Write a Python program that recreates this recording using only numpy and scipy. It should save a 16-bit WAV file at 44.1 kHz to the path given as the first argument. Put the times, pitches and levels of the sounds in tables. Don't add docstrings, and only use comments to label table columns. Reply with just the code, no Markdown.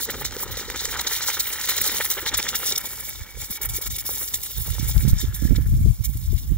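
import sys
import numpy as np
from scipy import signal
from scipy.fft import rfft, irfft, next_fast_len
from scipy.io import wavfile
from scipy.ndimage import uniform_filter1d

SR = 44100
rng = np.random.default_rng(int(sys.argv[2]) if len(sys.argv) > 2 else 0)


def ratio(d):
    e = np.asarray(d, float) / 20
    return 10 ** e


def persist_wave(psi):
    counts = np.round(np.clip(psi, -1, 1) * 32767).astype(np.int16)
    wavfile.write(sys.argv[1], SR, np.atleast_2d(counts).T)


N = 289737
TIME = np.arange(N) / SR
PAD = next_fast_len(N + 4096)
HZ = np.maximum(np.arange(PAD // 2 + 1) * SR / PAD, 1)


def rms_one(x):
    return x / np.sqrt(np.mean(x ** 2) + 1e-20)


def in_time(rows):
    s, *columns = np.transpose(rows)
    return [np.interp(TIME, s, column) for column in columns]


def colour(points):
    hz, db = np.transpose(points)
    return ratio(np.interp(np.log(HZ), np.log(hz), db))


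def band(low_hz, high_hz, steep):
    return 1 / np.sqrt((1 + (low_hz / HZ) ** steep) * (1 + (HZ / high_hz) ** steep))


def shaped(x, gain):
    return irfft(rfft(x, PAD) * gain, PAD)[..., :N]


def drift(rate):
    r = np.exp(-40 * np.pi * rate / SR)
    slow = signal.lfilter([1], [1, -2 * r, r * r], rng.standard_normal(N // 20 + 2002))[2000:]
    return np.interp(np.arange(N) / 20, np.arange(len(slow)), rms_one(slow))


def evened(x, span_s, share):
    power = uniform_filter1d(x ** 2, int(span_s * SR)) + 1e-9
    return rms_one(x / power ** (share / 2))


def swells(seep_db, times, levels_db, rises_ms, falls_ms):
    power = ratio(2 * seep_db)
    for s, db, rise, fall in zip(times, levels_db, rises_ms, falls_ms):
        near = slice(max(int((s - .2) * SR), 0), int((s + .25) * SR))
        ms = 1000 * (TIME[near] - s)
        width = np.where(ms < 0, max(0.94 * rise - 1.2, .5), max(fall, 1))
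        power[near] += ratio(2 * db) * np.exp(-(ms / width) ** 2)
    return np.sqrt(power)


def turbulence(per_s, pitches, cycles, grain_share, scattered):
    sizes_db = 4 * np.minimum(rng.exponential(1, N), 3)
    born = (rng.random(N) < per_s / SR) * ratio(sizes_db) * rng.choice([-1, 1], N)
    dealt, rings = rng.integers(0, len(pitches), N), 0
    for k, hz in enumerate(pitches):
        r, turn = ratio(-60 * hz / cycles / SR), 2 * np.pi * hz / SR
        struck = born * (dealt == k) + 1e-18
        ring = signal.lfilter([1], [1, -2 * r * np.cos(turn), r * r], struck)
        rings = rings + rms_one(ring) * np.sqrt(hz)
    direct = rng.standard_normal(N) + grain_share * rms_one(rings)
    return rfft(direct + scattered * rng.standard_normal((2, N)), PAD)


def opening(source, edges, envelope, climb_ms, patchy_db, together, tilt_db=0):
    out = 0
    for low_hz, high_hz in zip(edges, edges[1:]):
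        early = np.interp(TIME + climb_ms / 1000 * np.log2(2500 / low_hz), TIME, envelope)
        flicker = ratio(together + patchy_db * drift(24.0) + tilt_db * np.log2(low_hz / 1000))
        out = out + irfft(source * band(low_hz, high_hz, steep=14.3), PAD)[:, :N] * early * flicker
    whole = source * band(edges[0], edges[-1], steep=2.69)
    return out / np.sqrt(np.mean(np.abs(whole) ** 2) / N)


def field():
    rustle = rng.standard_normal(N) + 1.6 * rng.standard_normal((2, N))
    fizz = rng.standard_normal(N) + .7 * rng.standard_normal((2, N))
    rustle = rms_one(shaped(rustle, band(300, 1600, steep=6.9)))
    fizz = rms_one(shaped(fizz, band(16000, 18000, steep=15)))
    return ratio(-61.0) * rustle + ratio(-48) * fizz


# (time [s], left level [dB], right level [dB])
BREEZE = [(0.0, -45, -58), (0.56, -66, -60), (1.12, -76, -44), (1.68, -51, -44.5), (2.23, -46.5, -43.5),
          (2.79, -43, -48), (3.35, -74, -54), (3.91, -42, -44), (4.47, -43.5, -60), (5.03, -40, -29),
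          (5.59, -31, -26), (6.15, -40.5, -55), (6.57, -26, -21)]
# (time [s], level [dB], width [ms], sharp edge re rumble [dB])
GUSTS_LEFT = [(0.168, -40, 54, -28), (0.529, -34.5, 56, -27), (0.747, -39, 66, -24), (0.876, -28, 3.7, -20),
              (1.147, -45.5, 170, -28), (1.834, -38, 24, -29), (2.001, -42, 81, -18), (2.358, -37, 26, -23),
              (3.082, -43, 110, -21), (3.209, -35, 28, -40), (3.418, -34.5, 28, -32),
              (3.508, -31.5, 7.1, -12), (3.737, -30, 31, -22), (3.905, -30, 34, -25), (4.344, -44, 15, -23),
              (4.695, -30, 13, -18), (4.909, -22, 26, -17), (4.974, -7, 12, -24), (5.137, -17, 37, -27),
              (5.288, -18.5, 14, -25), (5.596, -19, 11, -23), (5.727, -13.5, 46, -32),
              (5.851, -16.5, 36, -12), (5.884, -7, 25, -29), (6.162, -14.5, 7.2, -29),
              (6.332, -13.5, 34, -23)]
GUSTS_RIGHT = [(0.256, -33.5, 86, -22), (0.521, -33, 32, -34), (0.689, -37, 21, -35), (0.929, -37, 87, -23),
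               (1.825, -38, 16, -28), (2.367, -39, 29, -25), (3.108, -48, 300, -14),
               (3.221, -28.5, 7.4, -32), (3.373, -33, 22, -23), (3.692, -28, 36, -32),
               (3.929, -32, 26, -23.5), (4.138, -39, 17, -14), (4.387, -40, 36, -26),
               (4.599, -20, 19.4, -34), (4.713, -20.5, 26, -20), (4.844, -19.5, 47, -30),
               (5.06, -12, 34, -10.5), (5.133, -5.5, 3.9, -30), (5.242, -16, 9.5, -9),
               (5.306, -21, 7, -37.9), (5.453, -18, 24, -7), (5.522, -7.5, 14.6, -4),
               (5.59, -13.5, 27, -15.5), (5.803, -16, 75, -16), (6.007, -14.5, 9.3, -34),
               (6.086, -19, 29, -21), (6.217, -24.5, 53, -17), (6.302, -25, 9.4, -20),
               (6.521, -12.5, 16.6, -17.5)]
# (frequency [Hz], density [dB per Hz])
WIND_COLOUR = [(15, -32), (25, -28), (38, 10), (58, 12.5), (100, 7), (180, -7.5), (300, -54)]


def wind():
    squall_s, squall_edge_db = 4.5, -10.5
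    out = []
    for breeze_db, gusts in zip(in_time(BREEZE), (GUSTS_LEFT, GUSTS_RIGHT)):
        s, db, width, edge_db = np.transpose(gusts)
        rumble = rms_one(shaped(rng.standard_normal(N), colour(WIND_COLOUR)))
        rumble = evened(rumble, span_s=.025, share=.45)
        edge = shaped(rng.standard_normal(N) * ratio(3.5 * drift(30)), band(130, 270, steep=8))
        thump = swells(breeze_db, s, db, 1.31 * width, width)
        edge_peaks_db = db + edge_db + 5.0 + squall_edge_db * (s > squall_s)
        lumps = swells(breeze_db - 20.5, s - .004, edge_peaks_db, width, 0.99 * width)
        out.append(rumble * thump + rms_one(edge) * lumps)
    return np.array(out)


# (time [s], level [dB], fall [ms], brightness [dB])
POPS = [(0.25, -27.5, 25.5, -8), (0.515, -27.5, 13, -1), (0.575, -30, 40, -5), (0.761, -30, 10, -4),
        (0.891, -28, 35, -1.5), (1.4, -20, 11.3, -1.5), (1.531, -22, 9.2, 0.5), (1.691, -17, 18, -0.5),
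        (2.047, -21.5, 12, 5), (2.104, -20.5, 32, 3.5), (2.343, -21, 10.3, -14), (2.374, -30, 140, -2),
        (2.488, -26.5, 19, 0), (2.857, -27, 14, 1.5), (3.619, -23.5, 26.7, 4.5), (3.693, -25, 22, 6),
        (3.817, -22.5, 11, 6.5), (3.865, -22, 8.3, 8), (3.987, -23.5, 20, 5), (4.056, -25, 43, 6.5),
        (4.279, -28, 6.5, -3), (4.342, -21, 14.4, 3.5), (4.573, -28.5, 88, 12), (4.701, -32, 7, 3),
        (4.796, -28, 16, 1.5), (5.083, -24.5, 20, 5), (5.205, -23, 18, 3.5), (5.347, -27.5, 26, 5),
        (5.559, -28, 7.8, 1.5), (6.042, -40, 170, 13)]
# (time [s], level [dB], half length [ms], brightness [dB])
HEAVES = [(0.106, -26.5, 6, 2.5), (0.42, -27.5, 13.5, 23), (0.702, -24, 2.3, 4), (1.074, -20.5, 6.3, -11),
          (1.145, -24, 28, -1), (1.23, -21.5, 12.7, -9), (1.286, -21, 14.5, -1.5), (1.349, -24.5, 21, -2.5),
          (1.471, -20, 4, 4), (1.782, -20.5, 5.9, -1), (2.035, -27, 29, 0.5), (2.276, -19.5, 12, -8),
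          (2.558, -19, 9.3, -1), (2.61, -32, 32, 13), (2.685, -21, 36, 2), (2.723, -17, 2.9, -17),
          (2.78, -15.5, 3.9, 6), (3.112, -36.5, 69, 0), (3.42, -28, 29.5, 2.5), (3.509, -24, 6.4, 6),
          (3.758, -23, 21, 4.5), (3.913, -28, 10, 3), (4.165, -25.5, 67, 5.5), (4.45, -34, 53, 5),
          (4.887, -26.5, 15, 10), (4.978, -29, 32, 9), (5.206, -34.5, 34, -8), (6.05, -23, 8.3, 4.5),
          (6.348, -39.5, 140, 4.5)]
# (time [s], level [dB], rise [ms])
SURGES = [(0.034, -24.5, 115), (0.213, -34.5, 74), (0.426, -31.5, 52), (0.84, -29, 43), (1.484, -29, 57),
          (1.881, -19, 39), (1.986, -21.5, 35), (3.011, -38, 26), (3.566, -27.5, 47), (3.873, -29, 48),
          (3.966, -28, 38), (4.918, -29, 44), (5.48, -36, 92)]
# (time [s], level [dB], brightness [dB])
SPURTS = [(0.21, -30.5, 14), (0.254, -35, 3), (0.325, -35, 0), (0.392, -28.5, -13), (0.479, -33.5, -15),
          (0.775, -30.0, 0), (0.802, -24, -10), (0.854, -24, -2), (0.996, -27, -20), (1.011, -24, 0),
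          (1.172, -29, 13), (1.309, -29, 2), (1.655, -24, 4), (1.764, -26, 7), (1.815, -19, 14),
          (1.866, -22, 1), (1.878, -25, -1), (1.986, -25, 15), (2.104, -25, 11), (2.379, -21.5, 14),
          (2.487, -23.5, -20), (2.605, -29, 10), (2.722, -24.5, -5), (2.76, -21, -2.5), (2.783, -27, -1.0),
          (2.811, -25, 8), (3.005, -25, 14), (3.092, -26.5, 12), (3.656, -20, 12.0), (3.868, -23.5, 0),
          (3.965, -26, 11), (4.158, -26, 5), (4.434, -26.5, 2), (4.576, -34, -2), (4.653, -36, 7),
          (4.704, -26, 15), (4.847, -36, 11), (4.98, -29.5, 0)]


def puffs():
    pops = [(s - .0015, db, 4.3, ms, bright) for s, db, ms, bright in POPS]
    heaves = [(s, db, 1.03 * ms, ms, bright) for s, db, ms, bright in HEAVES]
    surges = [(s, db, ms, 0.14 * ms, 2) for s, db, ms in SURGES]
    spurts = [(s, db, 6, 4.3, bright) for s, db, bright in SPURTS]
    return np.transpose(pops + heaves + surges + spurts)


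# (frequency [Hz], density [dB per Hz])
JET_COLOUR = [(2000, 13.5), (2800, -2), (4000, -0.5), (7000, 3.5), (8400, 3), (12000, -1.5), (15500, 12)]


def steam(hiss_db, bright_db):
    s, db, rise, fall, bright = puffs()
    pitches = np.geomspace(2800, 11000, 18)
    jet = turbulence(per_s=1400, pitches=pitches, cycles=70, grain_share=.6, scattered=.6)
    jet = jet * colour(JET_COLOUR)
    flutter_db = 1.85 * drift(40)
    lower_hz = [2570, 3400, 4420, 5450, 6300, 7400]
    upper_hz = [8200, 10100, 11500, 14300, 16900]
    out = 0
    for sign, edges in ((-1.83, lower_hz), (1.0, upper_hz)):
        share = lambda tilt_db: -10 * np.log10(1 + ratio(-2 * sign * tilt_db))
        envelope = swells(hiss_db + share(bright_db), s, db + share(bright), rise, fall)
        out = out + opening(jet, edges, envelope, climb_ms=0.75, patchy_db=3.0, together=flutter_db)
    return ratio(-3.0) * out


# (time [s], level [dB], length [ms])
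GURGLES = [(0.004, -30.5, 23), (0.102, -24.5, 20), (0.153, -34, 38), (0.226, -28.5, 18), (0.85, -43, 290),
           (0.997, -29, 14), (1.076, -38, 10), (1.13, -32.5, 34), (1.229, -30, 60), (1.31, -28, 94),
           (1.43, -34, 230), (1.697, -31, 27), (1.852, -27, 33), (1.953, -24.5, 39), (2.017, -18, 18.6),
           (2.118, -30, 16.3), (2.194, -27, 26), (2.271, -31.5, 81), (2.345, -23, 29), (2.408, -26, 29),
           (2.481, -30, 72), (2.547, -23, 26), (2.633, -27, 36), (2.768, -36.5, 106)]


def froth_bursts():
    rise_share, pour_end_s = 0.62, 3.0
    stir_db, drying_db_per_s, stretch = -14.5, -2.5, 2.12
    poured = [(s, db, rise_share * ms, (1 - rise_share) * ms) for s, db, ms in GURGLES]
    stirred = [(s, db + stir_db + drying_db_per_s * max(s - pour_end_s, 0), rise, stretch * fall)
               for s, db, rise, fall, _ in puffs().T]
    return np.transpose(poured + stirred)


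# (frequency [Hz], density [dB per Hz])
MOUTH_COLOUR = [(200, -1), (300, -9), (500, -6), (900, -3), (1500, 0), (2200, 0.5), (3000, 9)]
# (time [s], tilt [dB per octave])
HOLLOW = [
    (0, -4.5),
    (.7, -2.5),
    (1.3, 1),
    (2.8, -2),
    (4.4, -3.5),
    (6.57, 4),
]


def gurgle(gurgle_db):
    envelope = swells(gurgle_db, *froth_bursts())
    pitches = np.geomspace(300, 2400, 9)
    froth = turbulence(per_s=400, pitches=pitches, cycles=12, grain_share=.36, scattered=.2)
    froth = froth * colour(MOUTH_COLOUR)
    return ratio(-4.5) * opening(froth, np.geomspace(200, 3000, 8), envelope, climb_ms=3.7,
                               patchy_db=1.5, together=3.0 * drift(34), tilt_db=in_time(HOLLOW)[0])


def bloops():
    out, waver = np.zeros(N), drift(210.0)
    for s, db, length in GURGLES:
        near = slice(max(int((s - .04) * SR), 0), int((s + .03) * SR))
        part = (TIME[near] - s) * 1000 / length
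        octaves = 4 * np.minimum(part + .1, .05 * part) + .1 * waver[near]
        hz = np.maximum(1800 * 2 ** octaves, 420)
        level_db = db - 1 - .5 * max(length - 20, 0)
        bell = np.exp(-((part + 0.13) / 0.071) ** 2)
        out[near] += ratio(level_db) * bell * np.sin(2 * np.pi * np.cumsum(hz) / SR)
    return out


# (time [s], peak level [dB])
TICKS = [(0.2536, -15), (0.31, -11), (0.3223, -12.5), (0.3668, -7), (0.4215, -14), (0.7009, -5.5),
         (0.7607, -7), (0.8534, -3), (0.9958, -13), (1.177, -16), (1.312, -8), (1.3968, -6), (1.4064, 0),
         (1.4222, -14), (1.452, -13), (1.4681, -14), (1.4706, -13), (1.614, -1), (1.7045, -13),
         (1.8657, -10), (1.9222, -14), (1.9418, -8), (1.9844, -4), (2.0532, -7), (2.1024, -7), (2.135, -13),
         (2.1403, -9), (2.144, -21), (2.1942, -12), (2.2644, -14), (2.3448, -15), (2.4286, 0.5),
         (2.4866, -17), (2.6053, -15), (2.6255, -12), (2.7127, -11), (2.826, -23), (2.9088, -16),
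         (2.9849, -17), (3.2109, -17), (3.5662, -15), (3.5725, -16), (3.7021, -14), (3.7082, -15),
         (3.9266, -20), (3.962, -8), (3.9878, -17), (4.0075, -11), (4.0663, -10.5), (4.175, -15),
         (4.3449, -16), (4.7036, -13), (4.98, -9), (5.0355, -17), (5.084, -13), (5.098, -15)]


def ticks(hiss_db):
    tick_db, tick_ms, stray_per_s, stray_db = -5, 0.038, 300, 3.5
    sizes_db = 1.37 * np.minimum(rng.exponential(1, N), 3)
    marks = (rng.random(N) < stray_per_s / SR) * ratio(hiss_db + stray_db + sizes_db)
    s, db = np.transpose(TICKS)
    marks[np.round(s * SR).astype(int)] = ratio(db + tick_db)
    part = np.arange(-20, 21) / SR * 1000 / tick_ms
    return np.convolve(marks, (part ** 2 - 1) * np.exp(-part ** 2 / 2), "same")


# (time [s], level [dB], pitch [Hz])
BLUBS = [(0.09, -24.5, 492), (0.155, -29, 465), (0.219, -23.5, 440), (0.368, -22, 424), (0.441, -34, 370),
         (0.464, -26, 427), (0.574, -24.5, 510), (0.615, -27, 416), (0.685, -26, 447), (0.752, -28, 428),
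         (0.847, -27, 468), (0.881, -28, 438), (0.973, -33.0, 467), (1.054, -25, 488), (1.764, -41, 550),
         (1.813, -29, 361), (1.945, -27, 443), (2.005, -24, 477), (2.174, -29, 455), (2.234, -26, 366.0),
         (2.331, -31, 451), (2.4, -25, 336), (2.725, -28.5, 389), (3.375, -31, 487), (3.787, -29, 414),
         (4.115, -32, 506.0)]


def blubs():
    level_db, length_ms, climb_octaves = -9, 4.14, 0.1434
    out, wobble = np.zeros(N), ratio(2.6 * drift(230.0))
    chance = rng.uniform(-0.998, 1, (len(BLUBS), 2))
    for (s, db, hz), (longer, glide) in zip(BLUBS, chance):
        near = slice(int((s - .025) * SR), int((s + .025) * SR))
        part = (TIME[near] - s) * 1000 / (length_ms * (1 + 0.27 * longer))
        pitch = hz * 2 ** (climb_octaves * (1 + 1.61 * glide) * part)
        out[near] += ratio(db + level_db) * np.exp(-part ** 2) * np.sin(2 * np.pi * np.cumsum(pitch) / SR)
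    return out * wobble


# (time [s], peak level [dB], pitch [Hz])
SPITS = [(0.2513, -15.5, 2300), (0.571, -19, 3620), (0.701, -16.5, 2020), (0.761, -25, 2380),
         (0.995, -18, 2220), (1.397, -20, 3800), (2.1024, -25, 3860), (2.263, -10.5, 2230),
         (2.488, -31, 3960), (2.603, -30, 3790), (4.092, -24.5, 895), (4.678, -33, 610), (4.685, -34, 970),
         (4.783, -28.5, 950)]


def spits():
    out, after = np.zeros(N), np.arange(300) / SR
    for s, db, hz in SPITS:
        cycles = after * hz
        first, ring = np.sin(np.pi * cycles / 2) + .3, .35 * np.exp(-cycles / 1.5)
        pulse = np.sin(2 * np.pi * cycles) * np.where(cycles < 1, first, ring)
        pulse[:2] -= hz / 2500
        start = round(s * SR)
        out[start:start + 300] += ratio(db + 1) * pulse
    return out


# (time [s], level [dB])
SLAPS_LEFT = [(4.967, -17.0), (5.075, -23), (5.111, -24), (5.166, -23), (5.499, -22), (5.64, -30),
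              (5.664, -18.5), (5.692, -23), (5.737, -20), (5.774, -28), (5.861, -12.5), (5.889, -20),
              (6.156, -22), (6.278, -35), (6.332, -16)]
SLAPS_RIGHT = [(4.798, -19), (4.83, -20), (5.052, -9), (5.081, -10), (5.138, -19), (5.241, -23),
               (5.424, -11), (5.454, -7.5), (5.511, -8), (5.549, -30), (5.586, -9.5), (5.727, -15),
               (5.744, -29), (5.808, -15.5), (5.87, -25), (6, -26.5), (6.095, -20.5), (6.519, -17)]


def slaps():
    out = []
    for table in (SLAPS_LEFT, SLAPS_RIGHT):
        s, db = np.transpose(table)
        rumble = shaped(rng.standard_normal(N), band(75, 207.5, steep=7.4))
        burst = evened(rumble, span_s=0.013, share=0.38)
        length_ms = np.full(len(s), 4.2)
        out.append(burst * swells(np.full(N, -90.), s, db - 3, length_ms, length_ms))
    return np.array(out)


# (delay [ms], gain [ratio], dull above [Hz])
ECHOES = [
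    [(.19, 0.14, 8850), (.35, -0.033, 9000), (.53, 0.4, 3720), (.6, -0.09, 30000), (.91, 0.019, 30000),
     (2.15, 0.23, 1100), (2.56, -0.05, 30000)],
    [(.17, 0.082, 19500), (.366, -0.052, 30000), (.5, 0.39, 3400), (.79, -0.034, 30000), (.91, 0.12, 30000),
     (2.09, 0.41, 1180), (2.47, 0.16, 30000)],
]
# (pitch low [Hz], pitch raised [Hz], width [Hz], level low [dB], level raised [dB])
RIPPLE = [(680, 720, 24, -17, -1), (2560, 2520, 108, -23, -10), (3380, 2460, 74, -6, -3),
          (3720, 3640, 227, 5.5, 8), (3990, 1700, 95, 8, 14), (4370, 6100, 53, 6, -8),
          (5180, 3850, 850, -3.5, -1.5), (6860, 11000, 63, 2, -20), (7040, 6970, 250, 0.5, 3.5),
          (7700, 4700, 64, -0.5, -17), (8800, 7440, 140, -2, 4.5), (9400, 9000, 500, -5, -10),
          (12100, 12000, 1660, 6.5, 5.5), (14400, 15100, 1900, -1, -8)]
# (frequency [Hz], phase [radians])
PORT_PHASE = [(0, 0), (2600, 0.62), (3300, 1.5), (4600, 2), (5300, 2), (7900, 2), (9800, 5), (12000, 4),
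              (16600, 6.5)]


def to_ports(raised, stubble):
    combs = []
    for port, rough in zip(ECHOES, stubble):
        comb = 1
        for ms, gain, dull_hz in port + rough:
            delay_s = ms * (1 - 0.067 * raised * (ms > 2.3)) / 1000
            comb = comb + gain * np.exp(-2j * np.pi * HZ * delay_s) / (1 + 1j * HZ / dull_hz)
        combs.append(comb)
    combs = np.array(combs)
    ripple_db = 0
    for low_hz, raised_hz, width, low_db, raised_db in RIPPLE:
        off = 2 * (HZ - low_hz - raised * (raised_hz - low_hz)) / width
        ripple_db = ripple_db + (low_db + raised * (raised_db - low_db)) / (1 + off ** 2)
    lead = np.interp(HZ * (1 + .065 * raised), *np.transpose(PORT_PHASE))
    shade = ratio(-2.5 / (1 + (13500 / HZ) ** 8) * [[.5], [-.5]])
    phase = np.angle(combs.sum(0)) + .5 * lead * [[1], [-1]]
    return np.abs(combs) * shade * ratio(ripple_db) * np.exp(1j * phase)


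# (time [s], height [0 low - 1 raised])
CAN = [
    (0, 0),
    (2.2, 0.017),
    (2.9, 0.82),
    (3.6, 0.77),
    (4.6, 0.46),
    (5.3, 1),
    (6.57, 0.45),
]


def around_can(egg):
    height = 4 * np.clip(in_time(CAN)[0], 0, 1)
    stubble = [[(ms, 0.034 * rng.choice([-1, 1]), 30000) for ms in rng.uniform(1.6, 4.6, 9)]
               for port in ECHOES]
    out = 0
    for k in range(5):
        nearness = np.maximum(1 - np.abs(height - k), 0)
        out = out + nearness * shaped(egg, to_ports(k / 4, stubble))
    return out


# (time [s], hiss level [dB], gurgle level [dB], brightness [dB])
SEEP = [(0.0, -39, -45.5, -60), (0.4, -44.5, -35, -5), (0.8, -34.5, -34, -8), (1.05, -37, -32, -5),
        (1.3, -36.5, -40, 8.5), (1.75, -28, -29, -4), (2.1, -31.5, -34.5, 3), (2.5, -45, -45.5, -3),
        (2.95, -30.5, -40, 6), (3.3, -43, -46.5, 0), (3.7, -55.5, -44, -12), (4.1, -35.5, -59, 8),
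        (4.7, -34.5, -42.5, 1), (5.0, -36.5, -45, 3), (5.25, -43.5, -43.5, 3), (5.63, -41, -51, 5.5),
        (6.25, -44.5, -97, 3), (6.57, -57, -56.5, -10)]


def scene():
    hiss_db, gurgle_db, bright_db = in_time(SEEP)
    air = field() + wind() + slaps()
    egg = steam(hiss_db, bright_db) + gurgle(gurgle_db) + bloops() + blubs() + spits()
    flashes = ticks(hiss_db)
    direct = np.array([np.roll(flashes, -1), np.roll(flashes, 1)])
    return around_can(egg) + direct + air


def top_cut(x):
    return signal.sosfilt(signal.butter(12, 17060, fs=SR, output="sos"), x)


def record(dry):
    top = ratio(np.interp(HZ, [15700, 15850, 16500, 16800], [0, -32, -58, -80]))
    mix = shaped(np.clip(dry, -1, 1), top)
    return top_cut(mix)


dry = scene()
out = record(dry)
persist_wave(out)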